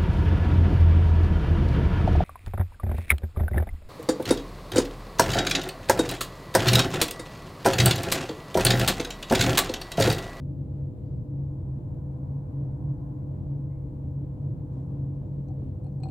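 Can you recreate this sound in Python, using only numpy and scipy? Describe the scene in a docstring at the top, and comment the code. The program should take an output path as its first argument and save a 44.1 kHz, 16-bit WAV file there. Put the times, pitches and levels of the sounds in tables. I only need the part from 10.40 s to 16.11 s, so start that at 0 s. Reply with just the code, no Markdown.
"""Ventilation in a quiet classroom: a fan's drone throbs and beats in the duct, over rumbling air.
The air is shaped noise that also excites the low modes of the room; thin motor tones are wavering sines.
A distant wash, like a far car behind the windows, is noise that swells and fades; faint rustles across
the room are short hisses. The microphones are the two ports of a hand-held phone, which adds hiss and
sizzle; close to them, late in the take, its case ticks, thumps and rings as it slips in the grip."""
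import sys
import numpy as np
from scipy import signal
from scipy.fft import rfft, irfft
from scipy.io import wavfile
from scipy.ndimage import uniform_filter1d

SR = 44100
rng = np.random.default_rng(int(sys.argv[2]) if len(sys.argv) > 2 else 0)


def put_to_file(sound):
    """Save the sound as 16-bit audio at rate SR, in the file named by the first command-line argument."""
    columns = np.atleast_2d(sound).T  # one column per channel
    safe = np.clip(columns, -1, 1)
    whole_steps = np.round(safe * 32767)
    wavfile.write(sys.argv[1], SR, whole_steps.astype(np.int16))


N = 251750
TIME = np.arange(N) / SR  # s
FREQ = np.maximum(np.arange(N // 2 + 1) * SR / N, 1)  # Hz, kept above zero for logs and ratios

# spectrum of the distant wash at full swell: pitch_hz, density_db (dB per Hz)
WASH_SPECTRUM = [(300, -100), (600, -86.5), (830, -86), (1020, -86), (1200, -99.5), (1550, -103),
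                 (2000, -114), (3000, -128)]
# rise and fall of the wash: time_s, relative_level_db
WASH_SWELL = [(0, -15), (.6, -11), (1.2, -5), (1.8, -1.5), (2.6, 0), (3.1, -3.5), (3.8, -5.5), (4.5, -2.5),
              (5.2, -10), (5.7, -4.5)]

# faint rustles and ticks across the room: start_s, level_db (before the fade), centre_hz, width_hz
RUSTLE_EVENTS = [(.645, -84, 4800, 900), (3.3, -77.5, 2086, 280.4), (4.317, -81.5, 6500, 3800)]
RUSTLE_ATTACK_S, RUSTLE_T60_S, RUSTLE_PAN_DB = .008, 1, 4.5

# motor and mains tones: pitch_hz, level_db (rms), left_minus_right_db
MOTOR_TONES = [(289.1, -57.5, 4), (296.1, -58, 0), (502.3, -58.5, -4.5), (557, -74.5, 9.5),
               (605, -67.5, 15), (652, -77.5, 11.5), (837, -75.5, 3)]

# slips of the case in the grip: start_s, thump_db, ring_db, tick_hz, tick_db
CASE_SLIPS = [(5.084, -48, -70, 6000, -69), (5.103, -44, -82, 4500, -84), (5.281, -60, -77, 3200, -78),
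              (5.443, -49, -70, 9400, -69), (5.465, -46, -67, 4300, -80), (5.525, -56, -82, 6000, -75),
              (5.602, -45, -71, 7800, -72), (5.634, -37, -43, 7900, -64), (5.656, -35, -66, 9500, -72),
              (5.669, -39, -73, 9000, -80), (5.686, -45, -56, 2600, -60)]
# resonances of the case, lowest first: pitch_hz, relative_level_db, t60_s, left_minus_right_db
CASE_RESONANCES = [(755, -3, .1, 6), (1150, -12, .02, 4), (1480, -15, .025, 4), (2490, -7, .05, 5),
                   (2720, -13, .025, 6), (3600, -19, .015, 8), (4240, -6, .055, 15), (4600, -22, .03, 12),
                   (5950, -23, .025, 10), (7820, -14, .035, 22), (8450, -25, .03, 10), (9500, -22, .025, 7)]
TICK_T60_S, TICK_WIDTH_HZ = .025, 600

# moving air: pitch_hz, density_db (dB per Hz)
AIR_SPECTRUM = [(15, -91.5), (30, -84.5), (46, -67.5), (100, -59.5), (150, -72.5), (230, -71.5),
                (380, -78.5), (520, -83.5), (700, -89.5), (1050, -99.5), (1400, -108), (2000, -115),
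                (4200, -120), (6000, -134)]
# room and duct resonances that the air excites: pitch_hz, width_hz, density_db (dB per Hz)
ROOM_RESONANCES = [(47.3, 7.9, -63), (71.4, 23, -58.5), (90, 9.7, -54), (109.7, 17, -54.5),
                   (170.7, 22, -60.5), (195.4, 22, -66), (260.2, 16, -64.5), (294.2, 28, -63.5),
                   (334, 20, -69.5), (458, 34, -77.5)]

# strongest duct resonance, a close pair: pitch_hz, width_hz, relative_level_db
DUCT_RESONANCES = [(136, 20, -9), (138.3, 8.1, 0.5)]
# band that the duct passes: low_hz, high_hz
DUCT_BAND = (98, 148.5)
# uneven strength of the drone, with some quick dips and surges, before the throb: time_s, level_db
DRONE_STRENGTH = [(0.0, -34), (0.5, -33.5), (0.6, -39.5), (0.9, -31), (1.5, -35.5), (2.5, -30),
                  (2.7, -36.5), (3.3, -30.5), (3.4, -37.8), (3.8, -32), (4.0, -37), (4.1, -29), (4.3, -38),
                  (4.5, -32), (5.1, -33.5), (5.4, -40.0), (5.7, -28.5)]
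FAN_HZ, FAN_DB = 137.2, -4.5  # level relative to the duct resonance
BEAT_S = .22  # slower swings are evened out; quicker beats are left to chance
THROB_PER_S, THROB_CREST_S, THROB_DB = 3.33, .129, 1.62  # rate, time of one crest, swing either way

# unequal openness of the two ports: pitch_hz, left_minus_right_db
PORT_OPENNESS = [(60, 0.0), (110, 0.5), (200, 0.5), (380, 1.5), (700, 2.5), (1290, 3.5), (2380, 2.0),
                 (4400, 1.0), (8120, 4.0), (15000, 1.0)]
PORT_SPACING_M = 0.17
# microphone sizzle on the left: pitch_hz, width_hz, density_db (dB per Hz)
MICROPHONE_SIZZLE = [(7080, 140, -118), (7650, 1100, -122)]
HISS_DB = -125.2  # dB per Hz
TOP_HZ = 15650


def undb(db):
    """Decibels to amplitude gain."""
    return 10 ** (np.asarray(db) / 20)


def curve(rows):
    """Rows (s, value) joined by straight lines."""
    return np.interp(TIME, *np.transpose(rows))


def contour(rows):
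    """Rows (Hz, value) joined on a log-frequency axis."""
    hz, value = np.transpose(rows)
    return np.interp(np.log(FREQ), np.log(hz), value)


def resonances(modes):
    """Gain over frequency of steep resonances whose powers add."""
    power = 0
    for hz, width_hz, db in modes:
        gain = undb(db) / (1 + 2 * ((FREQ - hz) / width_hz) ** 2)
        power = power + gain ** 2
    return np.sqrt(power)


def noise(gain):
    """Noise with the given amplitude per root Hz."""
    spectrum = rfft(rng.standard_normal(N)) * gain
    return irfft(spectrum, N) * np.sqrt(SR / 2)


def walk(rate_hz):
    """Smooth random wandering with spread 1."""
    x = noise(np.exp(-np.minimum(FREQ / rate_hz, 20) ** 2))
    return x / np.std(x)


def fade(age_s, t60_s):
    """Exponential decay that falls 60 dB in t60_s."""
    return np.exp(-np.log(1000) * age_s / t60_s)


def pan(db):
    """Left and right gains for a left-minus-right level difference."""
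    return undb(np.array([[1], [-1]]) * db / 2)


def diffuse(gain, spacing_m=PORT_SPACING_M):
    """Sound from all sides at two ports: alike in the bass, unrelated once waves are shorter than the spacing."""
    likeness = .985 * np.sinc(2 * FREQ * spacing_m / 343)  # 343 m/s, speed of sound
    mid = noise(gain * np.sqrt((1 + likeness) / 2))
    side = noise(gain * np.sqrt((1 - likeness) / 2))
    ports = np.array([mid + side, mid - side])
    return irfft(rfft(ports) * pan(contour(PORT_OPENNESS)), N)


def burst(low_hz, high_hz, t60_s, t):
    """A band of noise at each port that dies away over the times t."""
    band = signal.butter(2, [low_hz, high_hz], "band", fs=SR, output="sos")
    x = signal.sosfilt(band, rng.standard_normal((2, len(t))))
    return x / np.std(x) * fade(t, t60_s)


def wash():
    """A soft distant rush, like a far car behind the windows: diffuse noise that swells and fades."""
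    return diffuse(undb(contour(WASH_SPECTRUM))) * undb(curve(WASH_SWELL))


def rustles():
    """Something small shifts across the room: a short hiss that dies away with the room's ring."""
    out = 0
    for start_s, level_db, centre_hz, width_hz in RUSTLE_EVENTS:
        age = np.maximum(TIME - start_s, 0)
        hiss = diffuse(resonances([(centre_hz, width_hz, 0)]))
        envelope = (1 - np.exp(-age / RUSTLE_ATTACK_S)) * fade(age, RUSTLE_T60_S)
        out = out + hiss / np.std(hiss) * undb(level_db) * envelope
    return out * pan(RUSTLE_PAN_DB)


def motors(waver_db=0.5, drift_rad=0.35):
    """Thin steady tones whose phase and level waver a little on their way through the room."""
    out = 0
    for hz, level_db, pan_db in MOTOR_TONES:
        phase = 2 * np.pi * (hz * TIME + rng.random()) + drift_rad * walk(3.1)
        tone = np.sqrt(2) * np.sin(phase)  # rms 1
        out = out + tone * undb(level_db + waver_db * walk(3.9)) * pan(pan_db)
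    return out


def case_clicks(scatter_db=1, tail_db=-25, tail_t60_s=0.37, tick_pan_db=8):
    """Slips in the grip tick at the contact, thump the plastic case's lowest mode and ring its upper ones."""
    out = np.zeros((2, N))
    t = TIME[:SR // 3]
    push = 1 - np.exp(-(t / .0006) ** 2)  # soft onset of about a millisecond
    for start_s, thump_db, ring_db, tick_hz, tick_db in CASE_SLIPS:
        tick = burst(tick_hz - TICK_WIDTH_HZ / 2, tick_hz + TICK_WIDTH_HZ / 2, TICK_T60_S, t)
        click = tick * undb(tick_db) * pan(tick_pan_db)
        for k, (hz, mode_db, t60_s, pan_db) in enumerate(CASE_RESONANCES):
            strength_db = ring_db if k else thump_db
            gain = undb(strength_db + mode_db + scatter_db * rng.standard_normal())
            direct = np.sin(2 * np.pi * hz * t) * fade(t, t60_s)
            # the room answers with a faint blur around each mode
            tail = burst(hz * .92, hz * 1.08, tail_t60_s, t) * undb(tail_db)
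            click = click + gain * pan(pan_db) * (direct + tail)
        start = int(start_s * SR)
        out[:, start:start + len(t)] += (push * click)[:, :N - start]
    return out


def ventilation(flutter_db=1.46):
    """Fluttering noise of moving air, and the room modes that it keeps ringing."""
    air = diffuse(undb(contour(AIR_SPECTRUM))) * undb(flutter_db * walk(7.4))
    return air + diffuse(resonances(ROOM_RESONANCES))


def drone():
    """The fan's tone beats against the air-driven duct resonance and throbs, nearly alike at both ports."""
    low_hz, high_hz = DUCT_BAND
    passband = 1 / (1 + (low_hz / FREQ) ** 16) / (1 + (FREQ / high_hz) ** 50)
    duct = diffuse(resonances(DUCT_RESONANCES) * passband, spacing_m=0)
    fan = np.sqrt(2) * np.sin(2 * np.pi * (FAN_HZ * TIME + rng.random()))
    beating = duct / np.std(duct) + undb(FAN_DB) * fan
    # even out the chance swings slower than the beats, so that the strength table sets the level
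    power = np.mean(beating ** 2, axis=0)
    for _ in range(2):
        power = uniform_filter1d(power, size=int(BEAT_S * SR / 2))
    throb_db = THROB_DB * np.cos(2 * np.pi * THROB_PER_S * (TIME - THROB_CREST_S))
    return beating / np.sqrt(power) * undb(curve(DRONE_STRENGTH) + throb_db)


def scene():
    """The distant wash, faint rustles, motor tones, clicks in the hand and the ventilation together."""
    return wash() + rustles() + motors() + case_clicks() + ventilation() + drone()


def record(dry):
    """The phone adds separate hiss at each port and a shared sizzle, then cuts the top steeply."""
    hiss = np.array([noise(undb(HISS_DB)) for _ in range(2)])
    sizzle = noise(resonances(MICROPHONE_SIZZLE)) * undb(np.array([[0], [-14]]))  # weaker on the right
    top_cut = signal.ellip(10, .2, 70, TOP_HZ, fs=SR, output="sos")
    return signal.sosfilt(top_cut, dry + hiss + sizzle)


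dry = scene()
out = record(dry)
put_to_file(out)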